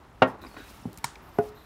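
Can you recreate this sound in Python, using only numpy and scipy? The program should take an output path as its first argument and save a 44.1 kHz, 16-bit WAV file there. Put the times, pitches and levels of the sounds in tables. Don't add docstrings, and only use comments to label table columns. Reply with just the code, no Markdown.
import sys
import numpy as np
from scipy import signal
from scipy.io import wavfile
from scipy.ndimage import uniform_filter1d

SR = 44100
rng = np.random.default_rng(int(sys.argv[2]) if len(sys.argv) > 2 else 0)


def wrap_up_sound(samples):
    columns = np.atleast_2d(samples).T
    tamed = np.clip(columns, -1, 1)
    steps = np.round(tamed * 32767).astype(np.int16)
    wavfile.write(sys.argv[1], SR, steps)


N = 72765


def from_db(db):
    return 10 ** (np.asarray(db) / 20)


def rms_one(x):
    return x / np.sqrt(np.mean(x ** 2) + 1e-20)


def in_time(rows):
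    s, *columns = np.transpose(rows)
    return [np.interp(np.arange(N) / SR, s, c) for c in columns]


def filtered(x, kind, order, hz):
    return signal.sosfilt(signal.butter(order, hz, kind, fs=SR, output="sos"), x)


def drift(rate_hz):
    r = np.exp(-2 * np.pi * rate_hz / SR)
    slow = signal.lfilter([1], [1, -2 * r, r * r], rng.standard_normal(2 * N))[N:]
    return rms_one(slow)


def resonance(x, hz, width_hz):
    r = np.exp(-np.pi * width_hz / SR)
    return signal.lfilter([1, 0, -1], [1, -2 * r * np.cos(2 * np.pi * hz / SR), r * r], x)


def coloured(spectrum, patchy_db, rate_hz):
    out, together = 0, drift(rate_hz)
    edges = 22 * 2 ** np.arange(0, 9.9, .5)
    white = rng.standard_normal((2, N))
    hz, db = np.transpose(spectrum)
    for k, (low, high) in enumerate(zip(edges, edges[1:])):
        band = filtered(white[k % 2], "band", 2, [low, high])
        centre = np.log(low * high) / 2
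        level_db = np.interp(centre, np.log(hz), db, left=db[0] - 1.0)
        flicker_db = patchy_db * (0.49 * together + drift(rate_hz))
        out = out + from_db(level_db + flicker_db) * band
    return rms_one(out)


def struck(modes, contacts, uneven_db=3.65):
    out = np.zeros(N)
    t = np.arange(SR // 2) / SR
    hz, level_db, t60 = np.transpose(modes)[:, :, None]
    for s, db, soft_hz, direction in contacts:
        gain = direction * from_db(db + level_db + uneven_db * rng.standard_normal(hz.shape))
        decay = from_db(-60 * t / t60)
        rings = np.sum(gain * decay * np.sin(2 * np.pi * hz * t), axis=0)
        rings = signal.lfilter(*signal.butter(2, min(soft_hz, 20000), fs=SR), rings)
        start = int(s * SR)
        out[start:start + len(t)] += rings[:N - start]
    return out


def puffs(events):
    out, t = np.zeros(N), np.arange(N) / SR
    for s, db, hz, width_hz, length in events:
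        age = np.maximum(t - s + length / 4, 0) / (length / 4)
        shape = age * np.exp(1 - age) ** 0.59
        band = np.clip([hz - width_hz / 2, hz + width_hz / 2], 100, 20000)
        puff = shape * filtered(rng.standard_normal(N), "band", 2, band)
        out += from_db(db) * puff * np.sqrt(np.sum(shape ** 2) / np.sum(puff ** 2))
    return out


# (time [s], level [dB])
SLIDE_LEVEL = [(0, -73), (.26, -71.5), (.285, -55.5), (.33, -70), (.405, -75), (.42, -62), (.49, -60),
               (.58, -61), (.7, -53.5), (.78, -59), (.9, -65), (1.0, -62.5), (1.2, -67.5), (1.415, -64),
               (1.43, -57), (1.49, -58.5), (1.51, -69), (1.65, -66)]
# (frequency [Hz], density [dB per Hz])
SLIDE_COLOUR = [(1180, -40), (2000, -3), (3490, -6), (3870, -3), (5780, -10), (15100, -13), (16000, -11)]


def glove_sliding():
    rub = from_db(in_time(SLIDE_LEVEL)[0]) * coloured(SLIDE_COLOUR, patchy_db=1.5, rate_hz=36.0)
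    return signal.sosfilt(signal.cheby2(10, 30, 16100, fs=SR, output="sos"), rub)


# (frequency [Hz], density [dB per Hz])
ROOM_COLOUR = [(24, -25), (40, 1.5), (104, -5.5), (479, -17), (942, -9), (2050, -21), (2440, -26),
               (3470, -30), (16000, -65)]
# (time [s], level [dB])
ROOM_LEVEL = [(0, -54.5), (.2, -53.5), (.4, -52), (1.65, -52.5)]


def room_noise():
    return from_db(in_time(ROOM_LEVEL)[0]) * coloured(ROOM_COLOUR, patchy_db=1.22, rate_hz=9.4)


# (frequency [Hz], bandwidth [Hz], level [dB])
HUM = [(59.8, 38, -57), (286, 99, -62), (399, 51, -68)]


def low_hum():
    out = 0
    for hz, width_hz, db in HUM:
        out = out + from_db(db) * rms_one(resonance(rng.standard_normal(N), hz, width_hz))
    return out


# (frequency [Hz], level [dB], decay time T60 [s])
LID_FREE = [(121.4, -17, 0.3), (186, -3.5, 0.19), (261.7, -3.5, 0.19), (429.5, -11, 0.19), (526.6, 2, 0.12),
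            (633.2, -1, 0.11), (770, -2, 0.055), (900, 11.5, 0.036), (1084, 4.5, 0.13), (1100, -13, 0.066),
            (1269, -10, 0.073), (1382, -8, 0.14), (1836, -11.5, 0.16), (2890, -25, 0.036)]
# (time [s], level [dB], softness [Hz], direction [sign and share])
FIST = [(.2190, -22, 1300, -0.3), (0.2189, -32, 1270, 0.54), (.2204, -19, 1640, 0.98),
        (0.2219, -21.5, 1400, 0.96), (0.2246, -17, 2300, 0.59), (.2264, -25, 2020, -0.91)]


def fist_on_lid():
    return struck(LID_FREE, FIST)


# (time [s], level [dB], low edge [Hz], high edge [Hz], decay time T60 [s])
RATTLES = [
    (0.2203, -18, 400, 2960, 0.063),
    (0.223, -25.5, 170, 1100, 0.36),
    (.224, -36, 1400, 3160, 0.15),
    (1.0424, -27.5, 2000, 13000, 0.03),
    (1.047, -43, 2880, 8800, 0.27),
    (1.047, -46, 800, 1900, 0.42),
    (1.3844, -39, 700, 1900, 0.09),
    (1.388, -39.5, 250, 800, .45),
    (.856, -39, 127, 400, 0.28),
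]


def rattles():
    out, t = np.zeros(N), np.arange(N) / SR
    for s, db, low_hz, high_hz, t60 in RATTLES:
        noise = filtered(rng.standard_normal(N), "band", 3, [low_hz, min(high_hz, 20000)])
        age = np.maximum(t - s, 0)
        onset = 1 - np.exp(-age / 0.00096)
        out += rms_one(noise) * from_db(db - 60 * age / t60) * onset
    return out


# (frequency [Hz], level [dB], decay time T60 [s])
WALL = [(1513, -12, .12), (1640, -6, .12), (1868, -6, .14), (2205, -3, .07), (2536, -7, .1), (2750, 2, .05),
        (2912, -5, .05), (3268, -17, .07), (3946, -18, .08)]
# (time [s], level [dB], softness [Hz], direction [sign])
WALL_HITS = [(.2215, -30, 4000, 1), (.2238, -27, 4000, -1), (.2290, -33, 4000, 1), (1.3850, -52, 3500, 1),
             (1.3872, -50, 3000, -1)]


def wall_ringing():
    return struck(WALL, WALL_HITS)


# (time [s], level [dB], centre [Hz], bandwidth [Hz], length [s])
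RUB_BURSTS = [(.515, -66, 4400, 150, 0.1), (0.585, -60, 3820, 200, .07), (1.573, -64.5, 3930, 500, 0.093),
              (0.417, -63, 13400, 3240, 0.018), (0.45, -50, 290, 120, 0.03), (.575, -54, 2200, 2600, .06),
              (1.14, -62, 385, 30, .15), (0.463, -56, 2300, 300, 0.012)]


def rub_bursts():
    return puffs(RUB_BURSTS)


# (time [s], level [dB], centre [Hz], bandwidth [Hz], length [s])
TICKS = [(0.418, -56, 3850, 450, 0.008), (0.425, -47, 293, 300, 0.014), (0.432, -53, 3880, 400, 0.005),
         (.467, -54, 4800, 600, 0.009), (.468, -55, 342, 300, .01), (.44, -58, 3830, 250, .012),
         (.834, -62, 5200, 900, .008), (0.58, -50, 1520, 250, 0.042), (0.571, -46.5, 352, 200, 0.036),
         (0.9308, -47, 8950, 14500, 0.0016), (0.943, -54, 9000, 14500, 0.0015),
         (0.9748, -41, 9000, 12000, 0.002), (0.9845, -48, 8000, 13000, 0.004),
         (1.157, -46.5, 2290, 500, 0.005), (1.156, -49.5, 4440, 2480, 0.0033),
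         (1.387, -45.5, 8800, 12000, 0.0021)]


def ticks():
    return puffs(TICKS)


# (frequency [Hz], level [dB], decay time T60 [s])
EDGE = [(330, -10, .03), (800, -4, .01), (1080, 1, .018), (1450, -2, .014), (1900, -6, .01),
        (2400, -5, .02), (3830, -12, .025), (4800, -14, .015)]
# (time [s], level [dB], softness [Hz], direction [sign])
TAPS = [(.4178, -48, 6000, 1), (.4235, -52, 6000, 1), (.4385, -41, 2200, 1), (.4490, -41, 4000, -1),
        (.4620, -45, 2000, 1), (.4665, -48, 8000, 1), (.5141, -44, 2500, 1), (.5428, -42, 1400, 1),
        (.5670, -37, 3500, -1), (.5698, -38, 3000, -1), (.596, -46, 3000, 1), (.6085, -45, 2500, 1)]


def taps_on_edge():
    return struck(EDGE, TAPS, uneven_db=3.0)


# (frequency [Hz], level [dB], decay time T60 [s])
BODY = [(118, -2, 0.13), (172, -1, 0.09), (232, 4, .05), (430, -8, 0.06), (780, -7, 0.03)]
# (time [s], level [dB], softness [Hz], direction [sign])
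PALM = [
    (.8232, -44, 400, 1),
    (.8550, -27, 1300, 1),
    (.8655, -44, 500, 1),
    (.975, -48, 350, 1),
    (1.05, -52, 170, -1),
]


def palm_on_body():
    return struck(BODY, PALM, uneven_db=1.5)


# (frequency [Hz], level [dB], decay time T60 [s])
RIM = [(143, -18, 0.13), (480, -9, 0.03), (960, -3, 0.03), (1090, -5, 0.025), (1400, -13, 0.04),
       (1800, -10, .03), (2230, 2, 0.013), (3220, -10, .012), (3980, 1, 0.014), (5470, -1, 0.011),
       (7280, 0, 0.008), (8140, -1, 0.014), (9080, -7, .01), (9840, -10, .01)]
# (time [s], level [dB], softness [Hz], direction [sign])
SNAP = [
    (1.0410, -42, 5000, 1),
    (1.0428, -30, 12000, -1),
    (1.0437, -23, 16000, -1),
    (1.0447, -26, 1500, -1),
]


def rim_snap():
    return struck(RIM, SNAP, uneven_db=2.1)


# (time [s], frequency [Hz], level [dB])
WHISTLES = [
    [(1.218, 12400, -81.5), (1.224, 12300, -67), (1.262, 12400, -72), (1.305, 13450, -72),
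     (1.33, 12900, -78)],
    [(1.332, 12854, -73), (1.342, 12873, -65), (1.362, 12930, -69), (1.412, 11602, -66), (1.42, 11547, -83)],
    [(1.545, 11700, -81), (1.553, 12028, -65), (1.599, 12661, -71), (1.611, 12800, -69), (1.65, 11806, -69)],
]
# (start [s], end [s], start [Hz], middle [Hz], end [Hz], peak level [dB])
JETS = [(1.25, 1.325, 14100, 15600, 14900, -75), (1.23, 1.31, 11000, 11200, 11700, -80),
        (1.565, 1.6, 13700, 14000, 14300, -77), (1.215, 1.25, 15300, 15700, 15800, -79)]


def whistles():
    out, t = np.zeros(N), np.arange(N) / SR
    tracks = [np.array(w) for w in WHISTLES]
    for a, b, start_hz, middle_hz, end_hz, db in JETS:
        tracks.append(np.array([(a, start_hz, db), ((a + b) / 2, middle_hz, db), (b, end_hz, db)]))
    for rows in tracks:
        hz, db = in_time(rows)
        hz = uniform_filter1d(hz, size=500) + 40 * drift(77)
        fade = np.clip(np.minimum(t - rows[0, 0], rows[-1, 0] - t) / .006, 0, 1)
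        gain = np.sqrt(2) * fade * from_db(db + 1.6 * drift(40))
        out += gain * np.sin(2 * np.pi * np.cumsum(hz) / SR)
    return out


# (frequency [Hz], level [dB], decay time T60 [s])
LID_SEATED = [(125, -9, 0.076), (173.3, -8.5, 0.11), (260, -3, 0.072), (415.7, 5.5, 0.12), (422, -9, 0.4),
              (590, 2, 0.02), (694, -4, 0.12), (772, -2.5, 0.042), (970, -15, 0.025), (1160, -14, 0.039),
              (1450, -14, 0.1)]
# (time [s], level [dB], softness [Hz], direction [sign and share])
HEEL = [
    (1.3850, -37.5, 1500, 0.77),
    (1.3875, -20.5, 1800, -1.08),
    (1.4115, -33, 1190, 0.76),
]


def heel_on_lid():
    return struck(LID_SEATED, HEEL)


def scene():
    blows = fist_on_lid() + rattles() + wall_ringing() + taps_on_edge()
    blows = blows + palm_on_body() + rim_snap() + heel_on_lid()
    blows = filtered(blows, "high", 4, 118.8)
    background = glove_sliding() + room_noise() + low_hum()
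    return (background + blows + rub_bursts() + ticks() + whistles())[None]


def roll_off(x):
    return signal.sosfilt(signal.butter(12, 16620, fs=SR, output="sos"), x)


def record(dry):
    peak, low_hz, top_hz = 1.3, 37.8, 16700
    rounded = peak * np.tanh(dry / peak)
    cut = filtered(rounded, "high", 4, low_hz)
    cut = signal.sosfilt(signal.cheby2(12, 50, top_hz, fs=SR, output="sos"), cut)
    return roll_off(cut)


dry = scene()
out = record(dry)
wrap_up_sound(out)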